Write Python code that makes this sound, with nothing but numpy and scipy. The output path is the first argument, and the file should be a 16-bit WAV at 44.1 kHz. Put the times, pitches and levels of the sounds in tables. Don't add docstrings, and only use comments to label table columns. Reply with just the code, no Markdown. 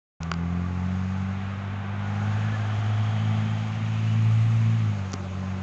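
import sys
import numpy as np
from scipy import signal
from scipy.fft import rfft, irfft, next_fast_len
from scipy.io import wavfile

SR = 44100
rng = np.random.default_rng(int(sys.argv[2]) if len(sys.argv) > 2 else 0)


def log_audio(samples):
    frames = np.atleast_2d(samples).T
    limited = np.clip(frames, -1, 1)
    pcm = np.round(limited * 32767).astype(np.int16)
    wavfile.write(sys.argv[1], SR, pcm)


N = 247842
TIME = np.arange(N) / SR


def from_db(db):
    return 10 ** (np.asarray(db) / 20)


def unit_rms(x):
    return x / np.sqrt(np.mean(x ** 2) + 1e-20)


def automation(rows):
    times_s, *columns = np.transpose(rows)
    return [np.interp(TIME, times_s, column) for column in columns]


def hump(centre_s, half_s):
    return np.exp(-((TIME - centre_s) / half_s) ** 2)


def drift(rate_hz):
    hop, warm_up = 40, 2000
    pole = np.exp(-2 * np.pi * rate_hz * hop / SR)
    noise = rng.standard_normal(N // hop + warm_up + 2)
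    slow = signal.lfilter([1], [1, -2 * pole, pole * pole], noise)[warm_up:]
    return np.interp(np.arange(N) / hop, np.arange(len(slow)), unit_rms(slow))


def coloured_noise(spectrum):
    hz, db = np.transpose(spectrum)
    size = next_fast_len(N)
    bins_hz = np.maximum(np.fft.rfftfreq(size, 1 / SR), 1)
    gain = from_db(np.interp(np.log(bins_hz), np.log(hz), db))
    skirts = np.minimum(bins_hz / hz[0], 1) ** 2 * np.minimum(hz[-1] / bins_hz, 1) ** 2
    return unit_rms(irfft(rfft(rng.standard_normal(size)) * gain * skirts, size)[:N])


def tone(phase, level_db, rough):
    return np.sqrt(2) * from_db(level_db) * (1 + rough * drift(21)) * np.cos(phase)


def drive_db(firing_hz, cruise_db, db_per_hz, pass_db, cruise_hz=100):
    return cruise_db + db_per_hz * (firing_hz - cruise_hz) + pass_db * hump(centre_s=2.62, half_s=1.0)


# centre_hz, width_hz, lift_db
CABIN_MODES = [(103, 6.5, 3.5), (111.6, 8.3, 12.5), (163.8, 14, 8), (216, 11, -0.5), (261, 29, 4),
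               (352, 18, 7), (440, 9.4, 6.5)]

def cabin_lift_db(pitch_hz):
    return sum(db / (1 + (2 * (pitch_hz - hz) / width_hz) ** 2) for hz, width_hz, db in CABIN_MODES)


# time_s, firing_hz
ENGINE_SPEED = [(0.2, 81.7), (0.5, 86.8), (0.9, 92.1), (1.45, 97.2), (1.65, 97.9), (2.1, 101.1),
                (2.5, 107.2), (2.7, 104.9), (3.1, 107.4), (3.65, 108.2), (4.2, 110.3), (4.55, 112.2),
                (4.8, 111.4), (5.05, 95.7), (5.3, 93.5), (5.62, 94.6)]
# until_s, settle_s, fundamental_db, lope_db, octave_db
MOVING_OFF_BOOST = (1.34, 0.1, 2.6, 1.8, 4.76)
# centre_s, half_width_s, fundamental_db, lope_db, octave_db
HUM_RIDES = [(0.266, 0.17, -5, -7, -7), (1.724, 0.38, -1.5, -3.5, -3), (2.28, .14, 2, 1.5, 4),
             (2.73, 0.19, 0, -8, -4), (2.952, .13, 3, -22, -1), (3.352, .17, 2.5, 2.5, 5),
             (3.717, 0.41, -3.5, -1.8, -4.2), (4.276, .12, 2, 0, -2.5), (4.85, .14, -3.5, 1, 1),
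             (5.2, .15, -2.5, -5, -4)]
# firing_multiple, gain_db
GROWL_PARTIALS = [(2.5, -3), (3, -1), (3.5, -17.5), (4, -9.5), (5, -13.5), (6, -24)]

def engine(firing_hz, phase, boom_lag_s=0.072):
    until_s, settle_s, *boost_db = MOVING_OFF_BOOST
    boost = np.outer(boost_db, (1 - np.tanh((TIME - until_s) / settle_s)) / 2)
    rides = sum(np.outer(change_db, hump(s, half_s)) for s, half_s, *change_db in HUM_RIDES)
    fundamental_ride, lope_ride, octave_ride = boost + rides
    lagged_hz = np.interp(TIME - boom_lag_s, TIME, firing_hz)
    fundamental_db = -33 + cabin_lift_db(lagged_hz) + fundamental_ride
    lope_db = -44.5 + cabin_lift_db(1.5 * firing_hz) + lope_ride
    octave_db = -36.5 + cabin_lift_db(2 * firing_hz) + octave_ride + 1.63 * drift(2.7)
    growl_db = -56 + 9.5 * hump(centre_s=0.57, half_s=0.44)
    hum = tone(phase, fundamental_db, rough=0.012) + tone(2 * phase, octave_db, rough=0.067)
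    lope = tone(1.5 * phase, lope_db, rough=0.12)
    shake = tone(phase / 2, fundamental_db - 34, rough=0.28)
    growl = sum(tone(multiple * phase, growl_db + db + cabin_lift_db(multiple * firing_hz), rough=0.069)
                for multiple, db in GROWL_PARTIALS)
    return hum + lope + shake + growl


# frequency_hz, gain_db
RASP_EQ = [(500, -4.5), (630, -11), (690, -2), (880, 1.5), (1020, -2.5), (1200, -7.5), (1500, -2.5),
           (1800, -13.5)]

def valve_rasp(firing_hz, phase):
    hz, db = np.transpose(RASP_EQ)
    comb = np.zeros(N)
    for multiple in np.arange(9, 38) / 2:
        partial_phase = multiple * phase + rng.uniform(0, 2 * np.pi)
        partial_db = np.interp(multiple * firing_hz, hz, db) + 3 * drift(0.94)
        comb += tone(partial_phase, partial_db, rough=0.51)
    return from_db(drive_db(firing_hz, cruise_db=-50, db_per_hz=-0.15, pass_db=8.1)) * unit_rms(comb)


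# frequency_hz, gain_db
RUMBLE_EQ = [(25, -29.5), (45, -10.5), (70, -7.5), (110, 2), (170, -6.5), (240, -5), (300, -15), (400, -28)]
TYRE_EQ = [(200, -12.5), (340, 0.5), (430, -4.5), (640, -3.5), (710, 0), (900, -1.5), (1200, 0.5),
           (1600, -6), (2200, -8.5), (3200, -27), (5000, -27.5)]
AIR_EQ = [(700, -5.5), (1400, -16.5), (1900, -2), (2500, 0.5), (3200, -5), (3900, -9.5), (5000, -34),
          (7000, -29)]
HISS_EQ = [(2500, -8), (4200, 1.5), (5400, -2), (6200, 0), (6650, 3.5), (7300, -3.5), (8000, -4.5),
           (9000, -11.5)]
# time_s, level_db
HISS_LEVEL = [(0.4, -64), (1.05, -58), (1.92, -67), (2.17, -56), (3.75, -56), (4.25, -54), (5.1, -56),
              (5.62, -59)]

def road_rush(firing_hz, phase):
    rumble_db = drive_db(firing_hz, cruise_db=-42.5, db_per_hz=0.3, pass_db=0.46)
    tyre_db = drive_db(firing_hz, cruise_db=-44, db_per_hz=0.03, pass_db=2.93)
    air_db = drive_db(firing_hz, cruise_db=-50.5, db_per_hz=0.27, pass_db=1.3)
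    hiss_db, = automation(HISS_LEVEL)
    rumble = from_db(rumble_db + 0.5 * drift(7.2)) * coloured_noise(RUMBLE_EQ)
    tyres = from_db(tyre_db + 0.21 * drift(30)) * coloured_noise(TYRE_EQ)
    air = from_db(air_db + 0.44 * drift(4)) * coloured_noise(AIR_EQ)
    hiss = from_db(hiss_db + 0.79 * drift(20)) * coloured_noise(HISS_EQ)
    return rumble + tyres * (1 + 0.16 * np.cos(phase)) + air + hiss * (1 + 0.091 * np.cos(2 * phase))


# start_s, release_s, start_pitch_hz, end_pitch_hz, level_db
WHINE_GLIDES = [(0.207, 0.702, 1170, 1159, -53.5), (2.0, 2.277, 1447, 1465, -51.5),
                (2.394, 2.55, 1703, 1730, -49), (4.046, 4.16, 2870, 3010, -56.5),
                (4.9, 5.62, 582, 578, -55), (4.75, 5.621, 344.7, 358.5, -56)]

def whines(fade_s=0.027, waver_hz=3.01):
    out = np.zeros(N)
    for start_s, release_s, start_hz, end_hz, level_db in WHINE_GLIDES:
        fade_in = np.clip((TIME - start_s) / fade_s, 0, 1)
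        fade_out = np.clip((release_s - TIME) / fade_s + 1, 0, 1)
        pitch_hz = np.interp(TIME, [start_s, release_s], [start_hz, end_hz]) + waver_hz * drift(10)
        out += fade_in * fade_out * tone(2 * np.pi * np.cumsum(pitch_hz) / SR, level_db, rough=0.78)
    return out


def ring(force, pitch_hz, t60_s):
    pole = np.exp(-np.log(1000) / (t60_s * SR))
    angle = 2 * np.pi * pitch_hz / SR
    return signal.lfilter([0, np.sin(angle)], [1, -2 * pole * np.cos(angle), pole * pole], force + 1e-18)


# start_s, thud_db, knock_db, tick_db, sizzle_db, half_length_s
PLASTIC_HITS = [(0.2315, -50, -34, -29, -24, 0.00087), (0.3155, -18, -13, -25.5, -22, 0.00089),
                (0.338, -32, -31.5, -27, -34, .0014), (5.119, -55, -50, -52, -30, .001),
                (5.1323, -35, -31, -30, -20.5, 0.00158), (5.1379, -12.5, -27, -29, -21, 0.00082)]
# pitch_hz, gain_db, t60_s
PLASTIC_MODES = [(265, -11, 0.035), (392, -16.5, 0.042), (1100, -4, 0.017), (1410, -0.5, 0.011),
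                 (2280, 1, .003), (2930, -4, .006), (3580, -11.5, 0.0035), (4610, 1, 0.0045),
                 (5730, -3.5, 0.0057), (6850, -7, 0.0064)]

def plastic_knocks(thud_hz=400, knock_hz=1400, tick_hz=4600, sizzle_hz=6000, grit=0.17):
    bands_hz = [thud_hz, knock_hz, tick_hz, sizzle_hz]
    out = np.zeros(N)
    for pitch_hz, mode_db, t60_s in PLASTIC_MODES:
        force = np.zeros(N)
        for start_s, *bands_db, half_length_s in PLASTIC_HITS:
            at, size = round(start_s * SR), round(2 * half_length_s * SR)
            contact = grit * rng.standard_normal(size) * np.hanning(size + 2)[1:-1] * np.sqrt(2 / size)
            snap_at = rng.integers(size // 2 + 1)
            contact[snap_at] += rng.choice([-1, 1]) * np.sqrt(1 - grit ** 2)
            force[at:at + size] += contact * from_db(mode_db + np.interp(pitch_hz, bands_hz, bands_db))
        out += ring(force, pitch_hz, t60_s)
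    return out


# centre_s, half_width_s, centre_hz, width_hz, level_db
SWELL_BANDS = [(1.255, 0.21, 814, 170, -49), (2.15, 0.4, 820, 195, -49), (2.458, 0.31, 1590, 380, -46),
               (3.004, 0.95, 720, 146.3, -47), (3.097, 0.73, 3160, 434, -51), (4.0, 0.3, 2650, 692, -50),
               (4.447, 0.28, 7873, 874, -63)]

def rush_swells():
    out = np.zeros(N)
    for centre_s, half_s, hz, width_hz, level_db in SWELL_BANDS:
        bandpass = signal.butter(2, [hz - width_hz / 2, hz + width_hz / 2], "band", fs=SR, output="sos")
        band = unit_rms(signal.sosfilt(bandpass, rng.standard_normal(N)))
        out += from_db(level_db) * hump(centre_s, half_s) * band
    return out


# time_s, delay_s, echo_gain
FLANGE_SWEEP = [(5.15, 0.000049, 0.053), (5.21, 0.00017, 0.32), (5.3, 0.00034, 0.36),
                (5.42, 0.00018, 0.036)]

def hollow_flange(rush):
    delay_s, echo_gain = automation(FLANGE_SWEEP)
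    echo = np.interp(TIME - delay_s, TIME, rush)
    return (rush + echo_gain * echo) / np.sqrt(1 + echo_gain ** 2)


def scene():
    firing_hz, = automation(ENGINE_SPEED)
    phase = 2 * np.pi * np.cumsum(firing_hz * (1 + 0.002 * drift(8.8))) / SR
    motor = engine(firing_hz, phase) + valve_rasp(firing_hz, phase)
    outside = hollow_flange(road_rush(firing_hz, phase)) + rush_swells()
    return (motor + outside + whines() + plastic_knocks())[None, :]


# centre_hz, width_hz
EQ_NOTCHES = [(303, 51), (966, 65)]

def record(dry, start_s=0.202, fade_s=0.004, rolloff_hz=7300, cutoff_hz=8845):
    out = dry * np.clip((TIME - start_s) / fade_s, 0, 1)
    for hz, width_hz in EQ_NOTCHES:
        out = signal.lfilter(*signal.iirnotch(hz, hz / width_hz, fs=SR), out)
    out = signal.sosfilt(signal.butter(10, rolloff_hz, fs=SR, output="sos"), out)
    return signal.sosfilt(signal.ellip(10, 0.1, 80, cutoff_hz, fs=SR, output="sos"), out)


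dry = scene()
out = record(dry)
log_audio(out)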